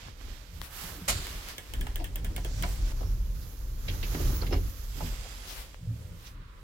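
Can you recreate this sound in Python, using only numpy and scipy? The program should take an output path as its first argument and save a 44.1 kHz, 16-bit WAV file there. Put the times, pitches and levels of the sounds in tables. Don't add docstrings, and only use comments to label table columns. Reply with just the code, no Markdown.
import sys
import numpy as np
from scipy import signal
from scipy.fft import rfft, irfft, next_fast_len
from scipy.io import wavfile
from scipy.ndimage import uniform_filter1d

SR = 44100
rng = np.random.default_rng(int(sys.argv[2]) if len(sys.argv) > 2 else 0)


def to_wav(s):
    ch = np.atleast_2d(s).T
    pcm = np.round(np.clip(ch, -1, 1) * 32767)
    wavfile.write(sys.argv[1], SR, pcm.astype(np.int16))


N = 292373
TIME = np.arange(N) / SR
TOP_HZ, MODE_SCATTER_DB = 15900, 3.5

# frequency in Hz, width in Hz, gain in dB.
CAR_RESONANCES = [(33.43, 4.3, -0.5), (42.44, 5.3, 0), (51.64, 6, -6)]
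PANEL_RESONANCES = [(82.34, 9.3, 6), (112.4, 12.1, 0), (140.7, 17, -20), (166.3, 8.9, -6.5)]
HANGER_RESONANCES = [(251.2, 12.8, 4.5), (295, 39.5, 3), (371, 28, 1), (467.4, 65, -3), (581, 58, -6.5),
                     (747, 270, -12.5)]
TRACK_RESONANCES = [(2140, 160, -11), (2690, 150, -9), (3270, 160, 1), (4980, 420, -0.5), (6360, 1000, -4),
                    (7270, 700, -4)]
# frequency in Hz, gain in dB, t60 in seconds.
DOOR_RING = [(263, -11, 0.12), (292.7, -8, 0.3), (366.5, -1, 0.2), (440, -3.5, 0.091), (604, -7.5, 0.068),
             (728, 4, 0.065), (833, 8.5, 0.025), (998, 1, 0.099), (1400, -25, 0.039), (1740, -15, 0.05),
             (2100, -11, 0.34), (2315, 12.5, 0.021), (2870, 12.5, 0.036), (3110, -2, 0.07), (3320, 9, 0.02),
             (3980, -5, 0.036), (4480, 3, 0.02), (5070, -14, 0.036)]
HOUSING_RING = [(1700, 2, 0.13), (2173, 4, 0.06), (2400, -5, 0.077), (3015, 3, 0.074), (3320, 3, 0.11)]
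HOOK_RING = [(1850, -8, .09), (2260, -1, 0.11), (2795, 3, 0.11), (3182, -3, 0.14), (3370, -8, .11),
             (3950, -2, 0.063), (4380, -3, .1), (5023, -7, .11)]
# frequency in Hz, gain in dB.
LATCH_RING = [(533, -7), (727, -4), (1400, 4), (2654, -1), (4070, -4), (4280, -8), (4439, 3), (4625, 1),
              (4791, -3), (4883, 2), (5545, -8), (7039, -8), (7220, -2), (7440, -4), (8258, -16)]

# frequency in Hz, gain in dB.
TRACK_SPECTRUM = [(300, -8), (550, 8), (1000, 2), (1350, 5), (2600, 2.5), (4000, 1.5), (5600, -1),
                  (8500, -10.5), (10000, -8.5), (16000, -9)]
CLACK_SPECTRUM = [(120, -30), (200, -3), (387, -29), (529, 0), (933, -4.5), (1370, -0.5), (1650, -12),
                  (1910, -2), (3620, -5), (4270, -4.5), (5840, -6), (7270, -2.5), (8740, -7.5), (11500, -7),
                  (16000, -21)]
LOBBY_SPECTRUM = [(180, -26), (300, -4), (749, -15), (1360, -2), (1840, -5.5), (4370, -0.5), (6000, -9),
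                  (7440, -2), (8090, -6.5), (12500, -15), (16000, -23)]
CRACK_SPECTRUM = [(700, -1.5), (1600, -20), (3200, 9.5), (4300, -5), (6000, -1.5), (9000, 0), (12500, -5.5),
                  (16000, -5)]
SNAP_SPECTRUM = [(7000, -25), (11500, -13), (13300, -14), (14600, 1), (15200, -4), (17000, -9)]
HOUSING_SPECTRUM = [(600, 3.5), (1300, -5), (1750, 6.5), (2400, -2.5), (3200, 3.5), (4200, -12),
                    (6000, -11), (8800, -4.5), (11500, -12), (15000, -8.5)]
HOOK_SPECTRUM = [(1200, -24), (1900, -0.5), (2500, 1), (3600, -2), (5000, -11), (7000, -26), (16000, -36)]
TICK_SPECTRUM = [(250, 1), (600, 7.5), (1500, 6), (3200, 0), (7000, -12), (16000, -5)]
SLEEVE_SPECTRUM = [(300, 1), (600, 1.5), (1100, 3), (1700, 3), (2200, 3), (2700, 2.5), (3200, 2.5),
                   (4000, 0.5), (5000, -0.5), (7000, -6), (9000, -6.5), (13000, -0.5), (16000, -6)]
RUSTLE_SPECTRUM = [(400, 3), (800, 0), (1200, 3.5), (2300, -2), (4500, -1.5), (6700, -2.5), (8100, -11),
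                   (9700, -3.5), (12000, 3.5), (14000, 1), (16000, 0)]
WHIR_SPECTRUM = [(600, -44), (1000, -2.5), (1200, -1.5), (1500, -5), (1800, -8), (2800, -13), (4000, -15),
                 (9000, -41)]
BUILDING_SPECTRUM = [(100, 0.5), (200, -10), (380, -19), (500, -4), (700, -18.5), (1200, -18.5),
                     (3000, -22), (6000, -25.5), (9500, -26), (16000, -29.5)]

# time in seconds, speed on a 0-1 scale.
DOOR_SPEED = [(1.7, 0.23), (1.771, 0.12), (2.28, 0.37), (2.65, 0.85), (2.915, 0.9), (2.98, 0.17), (3.2, 0),
              (4.52, 0.5)]
# time in seconds, level in dB.
RUMBLE_LEVEL = [(1.68, -52), (1.78, -31.5), (2.45, -33.5), (2.85, -27.5), (2.88, -31), (3.11, -27.5),
                (3.48, -34.5), (3.52, -48), (3.599, -35), (4.69, -28), (4.72, -40), (5.1, -33), (5.8, -66)]
WHIR_LEVEL = [(5.95, -100), (6.12, -65.5), (6.3, -62.5), (6.42, -57.5), (6.63, -62.5)]
# peak time and fall in seconds, then sway, boom and rattle in dB.
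CAR_JOLTS = [(.1, 0.06, -54, -48.5, -62), (.29, 0.062, -36, -51, -57), (.58, 0.051, -42.5, -45, -62.5),
             (.92, 0.55, -49.5, -49, -55), (1.16, 0.067, -33.5, -37.5, -50.5),
             (1.33, 0.11, -40.5, -50, -57.5), (1.82, 0.079, -39, -43.5, -47.5),
             (2.25, 0.29, -52, -41.5, -51), (2.62, 0.06, -39, -34.5, -64), (3.07, 0.11, -39, -37, -56),
             (3.44, 0.12, -50.5, -48, -59), (3.93, 0.12, -43, -35, -51), (4.29, 0.056, -25.5, -35.5, -52),
             (5.04, 0.087, -50, -39, -48.5), (5.58, 0.074, -41, -64, -77), (5.86, 0.3, -59, -41.5, -70),
             (6.11, 0.048, -65, -42.5, -67), (6.39, 0.088, -44.5, -47.5, -62)]
# start in seconds, panel in dB, frame in dB, frame pitch in Hz, metal in dB,
# chatter length in seconds, ring gain in dB.
DOOR_KNOCKS = [(1.867, -68, -40.5, 1060, -46, 0.0049, 2), (1.992, -38.5, -40, 560, -50.5, 0.034, -4),
               (2.377, -47, -45.5, 815, -47, 0.015, 2), (2.447, -42, -43.5, 630, -55, 0.0082, -3),
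               (2.6322, -55, -31, 1620, -34.5, 0.0075, 3), (2.636, -51, -37.5, 800, -43, 0.0068, 8),
               (2.6445, -50, -39, 815, -45, 0.007, 0), (3.003, -41.5, -45, 635, -60, 0.018, -17),
               (3.028, -48, -50, 830, -60, 0.0071, -12), (3.88, -44, -52, 770, -46, 0.014, -3),
               (4.028, -45, -55, 710, -43, 0.016, 5), (4.146, -33, -40, 560, -42, 0.0045, -6),
               (4.149, -53, -41, 1290, -50, 0.0055, -6), (4.198, -36.5, -47, 590, -59, 0.016, 10),
               (4.418, -41, -43, 900, -46.5, 0.027, -5), (4.508, -33.5, -44, 566, -49, 0.017, 2),
               (4.521, -31.5, -38.5, 840, -38, 0.026, -1), (4.556, -34.5, -54, 585, -47, 0.021, 3.5),
               (5.006, -54, -38, 780, -53, 0.0068, 2), (5.021, -43.5, -46, 586, -61, 0.0089, -3)]
# start in seconds, then crack, snap and housing ring in dB.
DRIVE_CLICKS = [(1.5814, -38.5, -44, -42.5), (1.7366, -38, -43, -44), (1.8105, -40, -41, -44),
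                (1.868, -46, -56, -48), (1.958, -38.5, -35, -44), (2.0427, -41.5, -39, -43),
                (2.1578, -40, -34.5, -45), (2.2460, -42.5, -41, -44.5), (2.3633, -36.5, -41, -43),
                (2.4471, -41, -48, -46), (2.6246, -36, -37, -43)]
# start in seconds, level in dB, pitch ratio.
HOOK_DROPS = [(3.881, -36, 1.02), (4.028, -38.5, 0.94), (4.464, -43.5, .95)]
# start in seconds, pitch in Hz, level in dB, t60 in seconds.
THUMP_MODES = [(.55, 67.6, -34.5, 0.46), (.835, 175, -36, 0.16), (1.014, 177, -29, 0.13),
               (1.154, 77.6, -17.5, 0.081), (1.159, 149, -31, 0.13), (1.809, 170, -31, 0.08),
               (1.825, 250, -38, 0.17), (3.868, 146, -34, 0.21), (4.148, 155.6, -25.5, 0.22),
               (4.517, 84.2, -20, 0.53), (4.525, 470, -43, 0.079), (4.535, 290, -42, 0.58),
               (5.005, 863, -26.5, 0.051), (5.019, 161, -26, 0.17), (5.025, 245, -36, .3),
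               (5.87, 112, -19, 0.27), (5.884, 172, -34, 0.31), (5.9, 261, -40, 0.21)]
# peak time, rise and fall in
# seconds, then body, sheen and left minus right in dB.
SLEEVE_STROKES = [(.02, 0.063, 0.1, -49, -66, -8), (.3, 0.15, 0.23, -54.5, -63.5, -13.5),
                  (.57, 0.049, 0.034, -58.5, -60, -16), (.642, 0.035, 0.043, -49, -50.5, 4),
                  (.8, 0.091, 0.21, -45.5, -45, -7), (1.27, 0.23, 0.25, -45, -50.5, -4),
                  (1.505, 0.053, 0.045, -43.5, -52, -2), (1.68, 0.19, 0.39, -54, -60, -4.5),
                  (5.03, 0.09, 0.13, -48.5, -49, -9), (5.3, 0.33, 0.39, -49, -58, -5.5),
                  (5.505, 0.047, 0.085, -48.5, -48.5, 3), (5.585, 0.045, 0.067, -47, -50, 3.5),
                  (6.0, 0.14, 0.3, -65, -66.5, -7), (6.27, 0.1, 0.059, -55.5, -58.5, -3)]
RUSTLE_STROKES = [(2.72, 0.084, 0.061, -57, -50.5, -3), (2.905, .05, 0.015, -53, -61, -9),
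                  (2.99, 0.089, 0.073, -54.5, -65, -6), (3.44, 0.09, 0.18, -62, -55, -9),
                  (3.94, 0.14, 0.056, -52.5, -53.5, -9.5), (4.23, 0.23, 0.2, -43.5, -44, -6.5),
                  (4.7, 0.9, 0.28, -55.5, -53.5, -8)]
# peak time in seconds, centre in Hz, glide in Hz per second,
# width in Hz, half-length in seconds, level in dB, left minus right in dB.
BRIEF_SCRAPES = [(0.84, 1207, -9, 1300, 0.18, -52.5, -6), (2.6, 5910, 9, 3800, 0.18, -52, -5),
                 (2.707, 8400, 0, 1850, 0.093, -57.5, -11), (2.86, 4960, 20, 5000, 0.043, -54.5, -8),
                 (3.077, 5580, 0, 700, 0.065, -65, -10), (3.432, 4500, 0, 2000, .02, -57, -3),
                 (4.353, 15500, 0, 500, .032, -43, -7), (4.421, 4500, 4, 900, 0.008, -43.5, -11),
                 (4.531, 5240, -2, 218, 0.018, -48, -11), (4.918, 4520, 0, 3000, .025, -58, 2.5),
                 (5.265, 612, 5, 397, 0.015, -53.5, -7), (5.242, 8800, 3000, 450, 0.096, -64, -14),
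                 (5.36, 11550, 4000, 354, 0.052, -66, -7), (5.418, 10200, 6500, 400, 0.086, -64, -9),
                 (5.505, 4800, 0, 3500, 0.039, -49, 14), (6.27, 4210, 0, 4360, 0.02, -52, -6)]
# start in seconds, level in dB, low and high cut in Hz, left minus right in dB.
DRY_TICKS = [(.085, -45.5, 100, 500, 0), (.212, -49.5, 300, 4000, -12), (.28, -54, 100, 2500, 14),
             (.335, -54, 99, 2500, 8), (0.6158, -36, 140, 13000, 10), (1.269, -40, 3000, 14000, 0),
             (1.487, -41, 3500, 15000, 7), (2.921, -47, 150, 5000, -3), (5.7444, -46.5, 400, 5500, 13)]

# frequency in Hz, correlation of left and right.
STEREO_CORRELATION = [(30, 0.97), (125, 0.97), (250, 0.91), (500, 0.6), (1000, 0.016), (16000, 0.0081)]
# frequency in Hz, left minus right in dB.
PORT_BALANCE = [(100, -0.5), (250, -0.5), (500, 1.5), (1200, 2), (2500, 0), (4000, -1), (5500, -2.5),
                (7500, -3.5), (9500, 8), (13000, -3), (16000, 10)]


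def rolling():
    rumble = undb(curve(RUMBLE_LEVEL))
    rumble *= hold(RUMBLE_LEVEL[0][0], RUMBLE_LEVEL[-1][0], attack_s=0.044, release_s=0.059)
    judder = hold(4.14, 4.56, attack_s=0.051, release_s=0.027)
    jolts = (swell(s, 0.074, fall_s) * undb(levels_db)[:, None] for s, fall_s, *levels_db in CAR_JOLTS)
    jolt_sway, jolt_boom, jolt_rattle = power_sum(*jolts)
    idle_sway, idle_boom, idle_rattle = undb([-48.5, -57, -67])
    sway_gain = power_sum(idle_sway, rumble, jolt_sway)
    boom_gain = power_sum(idle_boom, rumble * undb(-12.5), jolt_boom, judder * undb(-36.5))
    rattle_gain = power_sum(idle_rattle, rumble * undb(-31.5), jolt_rattle, judder * undb(-45),
                            np.sqrt(door_speed()) * undb(-53.5))
    bumps = diffuse(N)
    sway = resonate(bumps, CAR_RESONANCES, steady_s=0.26) * sway_gain
    boom = resonate(bumps, PANEL_RESONANCES, steady_s=0.1) * boom_gain
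    rattle = resonate(bumps * flicker(1.8, 60), HANGER_RESONANCES, steady_s=0.49) * rattle_gain
    return sway + boom * pan(-0.42) + rattle * pan(-2.1)


def track_hiss():
    braked = np.clip((TIME - 2.924) / 0.0036, 0, 1)
    run = door_speed() * undb(-23 * braked) * pan(-5)
    return rubbing(run * undb(-49.5), run * undb(-53.5), TRACK_SPECTRUM, grain_db=1.5)


def door_knocks():
    out, t = np.zeros((2, N)), np.arange(SR // 2) / SR
    ring = sum(undb(db) * np.sin(2 * np.pi * hz * t) * fade(t, t60_s) for hz, db, t60_s in DOOR_RING)
    for s, panel_db, frame_db, frame_hz, metal_db, chatter_s, ring_db in DOOR_KNOCKS:
        wall_echo = undb(-11) * fade(t, 0.31)
        onset = rise(t, 0.052 * chatter_s)
        push = (np.exp(-(t / chatter_s) ** 2) + wall_echo) * onset
        blow = diffuse(len(t)) * push * flicker(2.26, 630, len(t))
        rung = unit(signal.fftconvolve(blow, ring[None], axes=1)[:, :len(t)])
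        knock = rung * undb(ring_db) + unit(blow) * undb(10.5)
        panel = crest(band(knock, [270, 530], "bandpass")) * undb(panel_db)
        frame = crest(band(knock, [frame_hz / 1.46, frame_hz * 1.64], "bandpass")) * undb(frame_db)
        metal = crest(band(knock, [1600, 5400], "bandpass")) * undb(metal_db)
        add(out, s, (panel + frame) * pan(-2.5) + metal)
    return out


def latch():
    out, t = np.zeros((2, N)), np.arange(SR) / SR
    clash = np.interp(t, [0, 0.006, 0.024, 0.04, 0.07], [0.04, 0.92, 0.91, 0.32, 0.0053])
    clash *= flicker(1, 770, SR)
    clack = shape(diffuse(SR) * clash, CLACK_SPECTRUM)
    add(out, 1.078, crest(clack) * undb(-24) * pan(-2.2))
    echo = shape(diffuse(SR), LOBBY_SPECTRUM) * rise(t, 0.018) * fade(t, 0.71) * flicker(1.2, 92, SR)
    add(out, 1.095, crest(echo) * undb(-36) * pan(-3.8))
    steel = sum(undb(db) * stereo_sine(t, hz) for hz, db in LATCH_RING)
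    steel *= flicker(3.2, 55, SR)
    add(out, 1.085, crest(steel * fade(t, 0.55)) * undb(-41))
    return out


def drive_clicks():
    out, t = np.zeros((2, N)), np.arange(SR // 4) / SR
    for s, crack_db, snap_db, ring_db in DRIVE_CLICKS:
        crack = burst(fade(t, 0.017), CRACK_SPECTRUM) * pan(1.1)
        snap = burst(fade(t, 0.011) + undb(-24) * fade(t, 0.09), SNAP_SPECTRUM)
        clatter = burst(rise(t, 0.0011) * fade(t, 0.18), HOUSING_SPECTRUM)
        modes = crest(struck_modes(t, HOUSING_RING))
        ring = (clatter * undb(0.5) + modes * undb(-1)) * pan(-3.3)
        add(out, s, crack * undb(crack_db) + snap * undb(snap_db) + ring * undb(ring_db))
    return out


def lock_hooks(contacts=6, mean_gap_s=0.0046, bounce_loss_db=3.5):
    out, t = np.zeros((2, N)), np.arange(SR // 3) / SR
    for s, db, pitch_ratio in HOOK_DROPS:
        ring = np.zeros((2, N))
        gaps_s = mean_gap_s * rng.uniform(0.5, 1.5, contacts)
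        for bounce, delay_s in enumerate(np.cumsum(gaps_s) - gaps_s[0]):
            add(ring, delay_s, struck_modes(t, HOOK_RING, pitch_ratio) * undb(-bounce_loss_db * bounce))
        shake = rise(t, 0.0018) * fade(t, 0.125) * flicker(2.5, 400, len(t))
        drop = burst(shake, HOOK_SPECTRUM) + crest(ring[:, :len(t)]) * undb(-5)
        add(out, s, crest(drop) * undb(db) * pan(-2.6))
    return out


def thumps():
    out, t = np.zeros((2, N)), np.arange(SR // 2) / SR
    for s, hz, db, t60_s in THUMP_MODES:
        mode = np.sin(2 * np.pi * hz * t) * rise(t, 0.055 * t60_s) * fade(t, t60_s)
        add(out, s, mode * undb(db) * pan(-1.1))
    return out


def scrapes():
    out, t = np.zeros((2, N)), np.arange(SR // 2) / SR - 0.25
    for s, hz, glide_hz_per_s, width_hz, half_length_s, db, pan_db in BRIEF_SCRAPES:
        wobble = band(diffuse(len(t)) + 1j * diffuse(len(t)), width_hz / 2, "lowpass")
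        cycles = hz * t + glide_hz_per_s * t ** 2 / 2
        tone = unit(np.real(wobble * np.exp(2j * np.pi * cycles)))
        scrape = tone * np.exp(-(t / half_length_s) ** 2) * undb(db) * pan(pan_db)
        add(out, s + t[0], scrape[:, s + t >= 0])
    return out


def track_ring():
    ring = unit(resonate(diffuse(N), TRACK_RESONANCES, steady_s=0.2))
    return ring * swell(5.08, rise_s=0.22, fall_s=0.54) * undb(-55) * pan(-8.5)


def ticks():
    out, t = np.zeros((2, N)), np.arange(SR // 4) / SR
    for s, db, low_hz, high_hz, pan_db in DRY_TICKS:
        tick = burst(fade(t, 0.0046), TICK_SPECTRUM)
        tick = band(tick, [low_hz, high_hz], "bandpass", order=1)
        add(out, s, crest(tick * pan(pan_db)) * undb(db))
    return out


def sleeve():
    return rubbing(*strokes(SLEEVE_STROKES), SLEEVE_SPECTRUM, grain_db=1)


def clothing_rustle():
    steady = hold(2.93, 4.98, attack_s=0.026, release_s=0.045) * pan(-8.5)
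    body, sheen = strokes(RUSTLE_STROKES)
    body = power_sum(body, steady * undb(-59))
    sheen = power_sum(sheen, steady * undb(-58.5))
    return rubbing(body, sheen, RUSTLE_SPECTRUM, grain_db=0.5)


def whir():
    return unit(shape(diffuse(N), WHIR_SPECTRUM)) * undb(curve(WHIR_LEVEL)) * flicker(0.85, 54) * pan(-6)


def building_hum():
    return unit(shape(diffuse(N), BUILDING_SPECTRUM)) * undb(-59) * flicker(2, 4.9) * pan(-6)


def door_speed():
    return np.interp(TIME, *np.transpose(DOOR_SPEED), left=0, right=0)


def rubbing(body, sheen, spectrum, grain_db, split_hz=7600):
    slips = shape(diffuse(N) * flicker(grain_db, 1500) * flicker(0.7, 35), spectrum)
    return unit(band(slips, split_hz, "lowpass")) * body + unit(band(slips, split_hz, "highpass")) * sheen


def strokes(table):
    body, sheen = 0, 0
    for s, rise_s, fall_s, body_db, sheen_db, pan_db in table:
        stroke = swell(s, rise_s, fall_s) * pan(pan_db)
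        body = power_sum(body, stroke * undb(body_db))
        sheen = power_sum(sheen, stroke * undb(sheen_db))
    return body, sheen


def resonate(x, resonances, steady_s):
    y = 0
    for hz, width_hz, db in resonances:
        b, a = signal.iirpeak(hz, hz / (1.65 * width_hz), fs=SR)
        y = y + undb(db) * signal.lfilter(b, a, signal.lfilter(b, a, x))
    window = int(steady_s * SR)
    power = uniform_filter1d(uniform_filter1d(np.mean(y ** 2, axis=0), window), window)
    return y / np.sqrt(power + 1e-12)


def struck_modes(t, modes, pitch_ratio=1):
    return sum(undb(db + MODE_SCATTER_DB * rng.standard_normal())
               * stereo_sine(t, hz * pitch_ratio) * fade(t, t60_s) for hz, db, t60_s in modes)


def stereo_sine(t, hz):
    return np.sin(2 * np.pi * hz * t + rng.uniform(0, 2 * np.pi, (2, 1)))


def burst(envelope, spectrum):
    return crest(shape(diffuse(len(envelope)) * envelope, spectrum))


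def diffuse(n):
    size = next_fast_len(n)
    alike = np.clip(along(STEREO_CORRELATION, np.fft.rfftfreq(size, 1 / SR)), 0, 1)
    mid, side = rfft(rng.standard_normal((2, size)))
    mid, side = mid * np.sqrt(1 + alike), side * np.sqrt(1 - alike)
    return unit(irfft(np.array([mid + side, mid - side]), size)[:, :n])


def flicker(spread_db, rate_hz, n=N):
    step = int(SR / rate_hz)
    stairs = np.repeat(rng.standard_normal(N // step + 1), step)
    return undb(spread_db * unit(uniform_filter1d(stairs, step)[:N])[:n])


def shape(x, spectrum):
    n = x.shape[-1]
    size = next_fast_len(n + SR // 10)
    gain = undb(along(spectrum, np.fft.rfftfreq(size, 1 / SR)))
    return irfft(rfft(x, size) * gain, size)[..., :n]


def band(x, hz, kind, order=4):
    return signal.sosfilt(signal.butter(order, hz, kind, fs=SR, output="sos"), x)


def along(points, hz):
    points_hz, values = np.transpose(points)
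    return np.interp(np.log(hz + 1), np.log(points_hz), values)


def curve(points):
    return np.interp(TIME, *np.transpose(points))


def swell(s, rise_s, fall_s):
    return np.exp(-np.minimum(((TIME - s) / np.where(TIME < s, rise_s, fall_s)) ** 2, 20))


def hold(from_s, to_s, attack_s, release_s):
    return np.clip(np.minimum((TIME - from_s) / attack_s, (to_s - TIME) / release_s) + 1, 0, 1)


def rise(t, tau_s):
    return 1 - np.exp(-t / tau_s)


def fade(t, t60_s):
    return np.exp(-np.log(1000) * t / t60_s)


def power_sum(*gains):
    return np.sqrt(sum(g ** 2 for g in gains))


def undb(db):
    return 10 ** (np.asarray(db) / 20)


def pan(db):
    return undb(np.array([[1], [-1]]) * db / 2)


def unit(x):
    return x / np.sqrt(np.mean(x ** 2))


def crest(x):
    return x / np.sqrt(uniform_filter1d(np.mean(x ** 2, axis=0), SR // 100).max())


def add(out, s, sound):
    i = max(int(s * SR), 0)
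    out[:, i:i + sound.shape[1]] += sound[:, :N - i]


def scene():
    background = building_hum() + whir() + sleeve()
    return (rolling() + latch() + drive_clicks() + ticks() + door_knocks() + lock_hooks()
            + thumps() + scrapes() + track_hiss() + clothing_rustle() + track_ring() + background)


def record(dry):
    left = shape(dry[0], [(hz, db / 2) for hz, db in PORT_BALANCE])
    right = shape(dry[1], [(hz, -db / 2) for hz, db in PORT_BALANCE])
    stereo = band(np.array([left, right]), 18, "highpass", order=2)
    return signal.sosfilt(signal.ellip(10, 0.2, 70, TOP_HZ, fs=SR, output="sos"), stereo)


dry = scene()
out = record(dry)
to_wav(out)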